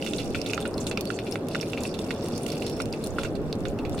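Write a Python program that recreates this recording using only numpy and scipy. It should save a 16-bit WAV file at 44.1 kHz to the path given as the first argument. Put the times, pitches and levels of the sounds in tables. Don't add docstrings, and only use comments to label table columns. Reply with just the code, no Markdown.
import sys
import numpy as np
from scipy import signal
from scipy.fft import rfft, irfft
from scipy.io import wavfile
from scipy.ndimage import uniform_filter1d

SR = 44100
rng = np.random.default_rng(int(sys.argv[2]) if len(sys.argv) > 2 else 0)


def dump(signal):
    limited = np.clip(np.atleast_2d(signal).T, -1, 1)
    pcm = np.round(limited * 32767).astype(np.int16)
    wavfile.write(sys.argv[1], SR, pcm)


N = 176400

# (time [s], relative level [dB])
FRYING = [(0, -44.5), (.2, -46), (.5, -44.5), (.9, -53), (1.1, -50.5), (1.5, -48.5), (1.75, -49.5),
          (1.87, -50.5), (2.05, -46.5), (2.38, -50), (2.7, -46.5), (2.9, -53.5), (3.15, -52.5),
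          (3.25, -48.5), (3.33, -57.5), (3.55, -58), (3.68, -52), (3.78, -66), (4, -50.5)]
FRYING_PAN_DB = -3


def pops(size=2200):
    # (time [s], ring level [dB], pitch [Hz], ring decay [ms], crack level [dB], fizz level [dB])
    droplets = [(0.024, -30, 2900, 1.6, -39, -51), (.0447, -35, 3080, 1, -47, -52),
                (0.063, -34, 3160, 0.82, -30.5, -42), (0.0737, -32, 2840, 1.3, -37.5, -45),
                (.135, -27.5, 3350, 0.45, -34, -53), (.184, -29.5, 4000, .9, -39, -41),
                (0.1987, -37, 3030, 1, -39, -41.5), (0.3468, -24.5, 2460, 0.88, -42, -38),
                (.3519, -42, 1450, 0.67, -33, -49), (0.4161, -25.5, 5040, 0.44, -38, -63),
                (.462, -28.5, 3630, 0.91, -42, -41), (0.4974, -33, 2520, 1.4, -39, -43),
                (.534, -23, 2470, 1.7, -29, -44), (0.5454, -30.5, 6300, 0.48, -42, -62),
                (.5776, -29.5, 1340, 1.3, -29, -51), (.611, -34.5, 8900, .7, -52, -49),
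                (0.626, -33.5, 3520, 1, -48, -65), (0.6535, -38, 1440, 1.5, -35, -42.5),
                (0.6773, -32, 8830, 0.39, -50, -68), (0.7415, -34, 5100, .8, -45, -70),
                (0.78, -29.5, 4220, 1.4, -36.5, -64), (.8084, -38, 7160, 0.63, -46, -50),
                (.8676, -28, 3950, 0.71, -33, -40.5), (.9125, -39, 2510, 1.2, -30, -42),
                (0.9738, -25.5, 2510, 0.76, -26.5, -52), (0.9752, -37, 1710, 0.51, -35, -47),
                (1.0742, -35.5, 4570, 0.61, -43, -56), (1.103, -26.5, 1460, 0.73, -32, -49),
                (1.1887, -43, 2400, 1, -30.5, -47.5), (1.267, -37, 2530, 1.1, -42.5, -45.5),
                (1.3112, -36.5, 9600, .6, -43, -47.5), (1.3232, -28.5, 5250, 1.2, -46, -47),
                (1.357, -24.5, 1760, 0.14, -34, -53), (1.5482, -28, 2130, 0.5, -29.5, -53),
                (1.5538, -30.5, 1640, 0.32, -30, -60), (1.6003, -32.5, 2970, 0.62, -48, -64),
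                (1.6118, -28, 5450, 0.87, -38.5, -43.5), (1.6292, -30.5, 2400, 1.2, -39, -63),
                (1.7333, -27, 2840, 0.37, -39, -48), (1.7754, -28, 2410, 0.87, -47, -44),
                (1.806, -35, 7300, 0.6, -47, -47.5), (1.8351, -46, 5660, .8, -31.5, -47),
                (1.8524, -30.5, 2640, 1.4, -44, -45.5), (1.941, -34, 3780, .8, -40, -45),
                (1.9902, -32, 3580, .5, -35, -62), (2.1068, -25, 2120, 0.5, -35.5, -43.5),
                (2.109, -37, 2000, 1.5, -35, -55), (2.232, -43, 5250, .7, -48, -69),
                (2.378, -45, 5800, 1.4, -35, -60), (2.432, -37, 9400, 0.65, -42, -52),
                (2.463, -33.5, 2920, 1.3, -36.5, -61), (2.4796, -43, 8350, .6, -42, -42.5),
                (2.5018, -35, 4400, 1, -36, -68), (2.519, -39, 5450, .8, -36, -41.5),
                (2.6217, -34.5, 2690, 0.75, -38, -46.5), (2.666, -41, 4150, 1.4, -33.5, -46),
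                (2.6794, -36, 4200, 0.83, -41, -66), (2.697, -51, 4600, 0.73, -36, -65),
                (2.769, -55, 5500, .7, -44, -69), (2.8012, -31.5, 1320, 0.88, -30, -42),
                (2.9268, -28.5, 4860, 0.78, -40.5, -50), (2.937, -35, 2620, 0.8, -42, -51),
                (3.0388, -33, 4150, 1.7, -39, -60), (3.0415, -31.5, 9460, 1.2, -38, -64),
                (3.1847, -24.5, 1330, 1.6, -34.5, -40.5), (3.2338, -34.5, 2440, 1.1, -34.5, -48),
                (3.2478, -36, 1510, 2, -39, -41.5), (3.3532, -39.5, 4140, 1.3, -44, -50),
                (3.5278, -25.5, 4320, 0.22, -41, -70), (3.6531, -47, 1700, 1.8, -34, -46),
                (3.684, -36, 6900, 0.62, -54, -57), (3.7878, -45, 2450, 1, -41, -51),
                (3.851, -35.5, 2400, 0.98, -40.5, -49), (3.9448, -40.5, 1110, 1.6, -46, -65),
                (3.9789, -42, 2280, 0.98, -38, -47), (3.9888, -38, 4000, 1.2, -46, -46)]
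    # (frequency [multiple of the pitch], gain [dB])
    crack_spectrum = [(.2, -22), (.45, -11), (.7, -2), (1.05, 2), (1.35, -6), (1.85, -4), (3, -14),
                      (5, -26), (10, -39)]
    # (frequency [Hz], gain [dB])
    fizz_spectrum = [(900, -5), (1450, 10), (1800, 1), (2450, 12), (3000, 8.5), (4200, 6.5), (5500, -1.5),
                     (6300, -5.5), (9300, -11), (12000, -10), (16000, -44)]
    ring_rise_s, crack_rise_s, crack_decay_s = .0002, .0005, .0013
    fizz_rise_s, fizz_decay_s, cut_db_per_octave = .003, .011, 9
    out, t = np.zeros((2, N)), np.arange(size) / SR
    for start, ring_db, hz, decay_ms, crack_db, fizz_db in droplets:
        ring = np.sin(2 * np.pi * hz * t) * np.exp(-1000 * t / decay_ms)
        ring = unit_onset(ring * (1 - np.exp(-t / ring_rise_s)))
        noise = rng.standard_normal((6, size))
        crack = (noise[0] + .6 * noise[1:3]) * np.exp(-t / crack_decay_s)
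        crack *= 1 - np.exp(-t / crack_rise_s)
        crack = unit_onset(tint(crack, [(ratio * hz, db) for ratio, db in crack_spectrum]))
        fizz_colour = [(f, db - cut_db_per_octave * max(np.log2(hz / f), 0)) for f, db in fizz_spectrum]
        fizz = unit(tint(noise[3] + noise[4:], fizz_colour))
        fizz *= np.exp(1 - t / fizz_decay_s) * (1 - np.exp(-t / fizz_rise_s))
        burst = undb(ring_db) * ring + undb(crack_db) * crack + undb(fizz_db) * fizz
        add(out, start, pan(-4 + 4.3 * rng.standard_normal()) * burst)
    return out


def ticks(size=400):
    # (time [s], relative level [dB])
    loud_ticks = [(.0498, -35), (.3596, -34), (0.6042, -33), (0.868, -36), (1.0094, -28), (1.011, -29.5),
                  (1.0548, -32), (1.486, -33), (1.6118, -37), (1.9914, -36.5), (2.261, -35), (2.2857, -33),
                  (2.466, -27.5), (2.6658, -32), (2.807, -31.5), (2.8193, -29), (2.8572, -35),
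                  (3.0634, -33), (3.0715, -28.5), (3.5544, -41), (3.6062, -41), (3.896, -38.5)]
    # (frequency [Hz], gain [dB])
    spectrum = [(600, -6), (1500, -7.5), (3000, 3.5), (5500, 2.5), (9500, 1.5), (12000, -2.5), (16000, -9)]
    pulse_s, tail_s, faint_per_s = .000066, .0024, 30
    out, t, frying = np.zeros((2, N)), np.arange(size) / SR, curve(FRYING)
    envelope = np.exp(-t / pulse_s) + undb(-29) * np.exp(-t / tail_s)
    clicks = [(start, undb(db)) for start, db in loud_ticks]
    for when, strength in rng.random((int(faint_per_s * N / SR), 2)):
        db = -1 + 3 * min(-np.log(1 - strength), 2)
        clicks.append((when * N / SR, frying[int(when * N)] * undb(db)))
    for start, gain in clicks:
        pulse = rng.standard_normal((2, size)) * envelope
        add(out, start, gain * unit_onset(tint(pulse, spectrum)))
    return out * pan(-3)


def spatter(size=200):
    # (frequency [Hz], gain [dB])
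    spectrum = [(900, -1.5), (1800, -15), (2500, -7), (3200, -5), (4300, -3.5), (5500, 0), (6300, -4.5),
                (8000, -1.5), (9500, 0), (11500, -6.5), (16000, -4)]
    bursts_per_s, low_hz, high_hz, decay_cycles, max_lag_s = 2200, 2100, 14000, 2.8, .00013
    out, t = np.zeros((2, N)), np.arange(size) / SR
    flurry = undb(2.8 * walk(22.02))
    for when, pitch, strength, side, lag in rng.random((int(bursts_per_s * N / SR), 5)):
        hz = low_hz * (high_hz / low_hz) ** pitch
        age = np.maximum(t - np.array([[lag], [1 - lag]]) * max_lag_s, 0)
        grain = np.sin(2 * np.pi * hz * age) * np.exp(-age * hz / decay_cycles)
        db = 4.6 * min(-np.log(1 - strength), 3.5)
        add(out, when * N / SR, undb(db) * pan(FRYING_PAN_DB + 6 * (2 * side - 1)) * grain)
    return unit(tint(out, spectrum) * flurry) * curve(FRYING) * undb(-1)


def spits():
    # (time [s], duration [s], centre frequency [Hz], bandwidth [Hz], level [dB])
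    boil_offs = [(0, 0.37, 6100, 3000, -52), (.02, 0.21, 2930, 1000, -54.5),
                 (0.339, 0.23, 2550, 700, -53.5), (0.068, 0.071, 8500, 2200, -52),
                 (0.16, 0.031, 9300, 2000, -49), (0.799, 0.032, 6960, 2000, -44),
                 (0.864, 0.045, 8000, 3000, -43.5), (0.975, 0.27, 4470, 160, -55),
                 (1.134, 0.039, 7200, 2300, -48.5), (1.813, 0.08, 8600, 3000, -48),
                 (1.823, 0.12, 5070, 1200, -50), (2.118, 0.31, 4850, 1720, -59),
                 (2.315, 0.086, 5200, 1410, -47.5), (2.404, .1, 9600, 3000, -58),
                 (2.562, 0.24, 4500, 900, -57), (2.624, 0.25, 5460, 300, -53),
                 (3.103, 0.0097, 6900, 2000, -47.5), (3.225, .043, 6900, 2000, -49.5),
                 (3.932, 0.032, 8240, 3000, -52.5)]
    out = np.zeros((2, N))
    for start, duration, hz, width, db in boil_offs:
        n = int(max(duration, .01) * SR)
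        band = signal.butter(2, [hz - width / 2, hz + width / 2], "band", fs=SR, output="sos")
        sizzle = signal.sosfilt(band, rng.standard_normal((2, SR))[:, :n])
        flutter = undb(5 * walk(254.6)[:n])
        add(out, start, undb(db) * unit(sizzle * flutter * signal.windows.tukey(n, .5)))
    return out * pan(-4.5)


def can(crackle, size=6000):
    # (frequency [Hz], gain [dB])
    echo_spectrum = [(500, -15), (1400, 4), (1800, -3), (2500, 5), (5500, 2), (9300, 4), (12000, -2),
                     (15000, -3)]
    # (frequency [Hz], time to decay by 60 dB [s], relative level [dB])
    modes = [(1410, .02, -14), (2040, .09, -33), (2200, .09, -31), (2380, .11, -25.5), (2470, .11, -25),
             (2620, .11, -25.5), (2950, .09, -31), (4210, .05, -33), (5500, .03, -27)]
    delay_s, can_decay_s, outdoor_decay_s = .00084, .0014, .012
    t = np.arange(size) / SR
    echo = 0
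    for decay_s in (can_decay_s, outdoor_decay_s):
        tail = rng.standard_normal((2, size)) * np.exp(-t / decay_s) * (t > delay_s)
        echo += undb(-11.5) * unit(tail)
    echo = tint(echo, echo_spectrum)
    for hz, t60, db in modes:
        echo += undb(db) * unit(np.cos(2 * np.pi * hz * t) * np.exp(-np.log(1000) * t / t60))
    return crackle + signal.fftconvolve(crackle, echo / np.sqrt(size), axes=1)[:, :N]


def hiss():
    # (frequency [Hz], relative spectral density [dB])
    spectrum = [(900, 29), (1800, -14), (2500, -5), (3500, 10), (5400, -11), (6500, -7.5), (9500, -25.5),
                (12000, -28), (16000, -39)]
    noise = unit(colour(rng.standard_normal((2, N)), spectrum))
    return noise * curve(FRYING) * undb(-6 + .99 * walk(26.9)) * pan(FRYING_PAN_DB)


def roar():
    # (frequency [Hz], relative spectral density [dB])
    spectrum = [(25, -24), (50, -11.5), (80, -16.5), (110, -3.5), (140, -6), (200, 1.5), (300, 3),
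                (400, -0.5), (500, -3.5), (630, -6), (800, -19.5), (1000, -24.5), (1400, -25.5),
                (2000, -35.5), (4000, -46.5), (9000, -58), (16000, -55)]
    # (frequency [Hz], gain [dB])
    side_spectrum = [(50, -35), (120, -65), (250, -20), (500, -14.5), (1000, -3.5), (2500, 5.5), (8000, 6)]
    # (frequency [Hz], width [Hz], level [dB])
    resonances = [(108.2, 16, -49), (153.1, 7.9, -45), (221.2, 3, -49), (420.4, 37, -44), (463, 19, -53.5),
                  (550, 19, -48), (718, 7.6, -53.5), (801, 9.8, -55)]
    mid, side, drive = rng.standard_normal((3, N))
    mid = unit(colour(mid, spectrum))
    side = colour(unit(colour(side, spectrum)), side_spectrum)
    out = undb(-32) * np.array([mid + side, mid - side])
    f, excitation = np.fft.rfftfreq(N, 1 / SR), rfft(drive)
    for hz, width, db in resonances:
        response = 1 / (1 + (1.62 * (f - hz) / width) ** 2)
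        out += undb(db) * unit(irfft(excitation * response, N))
    return out


def flame():
    # (time [s], level [dB])
    swells = [(0, -47.5), (.5, -45.5), (.78, -34.5), (1.1, -44.5), (1.4, -41.5), (1.85, -40.5), (2.3, -37),
              (2.75, -42.5), (3.2, -41.5), (3.6, -43), (4, -40.5)]
    # (frequency [Hz], relative spectral density [dB])
    spectrum = [(40, -1), (100, 9), (200, 2.5), (450, -4), (800, -3), (1100, -8), (1700, -21),
                (4000, -42.5)]
    noise = unit(colour(rng.standard_normal(N), spectrum))
    flutter = undb(2.2 * walk(15))
    return noise * curve(swells) * flutter


def wind():
    # (time [s], level [dB])
    strength = [(0, -54), (.3, -38), (.55, -50), (.8, -44), (1.18, -56), (1.6, -62), (1.85, -54),
                (2.15, -51), (2.68, -54), (2.85, -38), (3.0, -44), (3.11, -32), (3.22, -38), (3.42, -35),
                (3.55, -45), (3.68, -35), (3.77, -43), (3.9, -33.5), (4, -42)]
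    # (frequency [Hz], relative spectral density [dB])
    spectrum = [(15, 9), (30, -5.5), (60, 11), (95, 6.5), (140, 3), (250, -11.5), (600, -46.5)]
    buffeting = unit(colour(rng.standard_normal((2, N)), spectrum))
    gusts = undb(2.5 * walk(7.4))
    return buffeting * curve(strength) * gusts * pan(-9)


def undb(db):
    return 10 ** (np.asarray(db) / 20)


def unit(x):
    return x / np.sqrt(np.mean(x ** 2) + 1e-20)


def unit_onset(x):
    return x / np.sqrt(np.mean(x[..., :SR // 1000] ** 2))


def pan(db):
    return unit(undb(np.array([[db], [-db]]) / 2))


def curve(rows):
    return undb(np.interp(np.arange(N) / SR, *np.array(rows).T))


def gains(rows, hz):
    f, db = np.array(rows).T
    return undb(np.interp(np.log(hz + 1), np.log(f), db))


def colour(x, rows):
    return irfft(rfft(x) * gains(rows, np.fft.rfftfreq(N, 1 / SR)), N)


def tint(x, rows, size=512):
    cepstrum = irfft(np.log(gains(rows, np.fft.rfftfreq(size, 1 / SR))))
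    cepstrum[1:size // 2] *= 2
    cepstrum[size // 2 + 1:] = 0
    return signal.lfilter(irfft(np.exp(rfft(cepstrum))), 1, x)


def walk(rate_hz):
    hold = max(int(SR / rate_hz), 1)
    steps = np.repeat(rng.standard_normal(N // hold + 1), hold)
    return unit(uniform_filter1d(steps, hold)[:N])


def add(out, start_s, sound):
    i = int(np.clip(start_s * SR, 0, N - 1))
    out[:, i:i + sound.shape[-1]] += sound[..., :N - i]


def scene():
    background = roar() + flame() + wind() + hiss()
    crackle = pops() + ticks() + spatter() + spits()
    return background + can(crackle)


def record(dry):
    cutoff_hz = 16200
    return signal.sosfilt(signal.ellip(10, .2, 80, cutoff_hz, fs=SR, output="sos"), dry)


dry = scene()
out = record(dry)
dump(out)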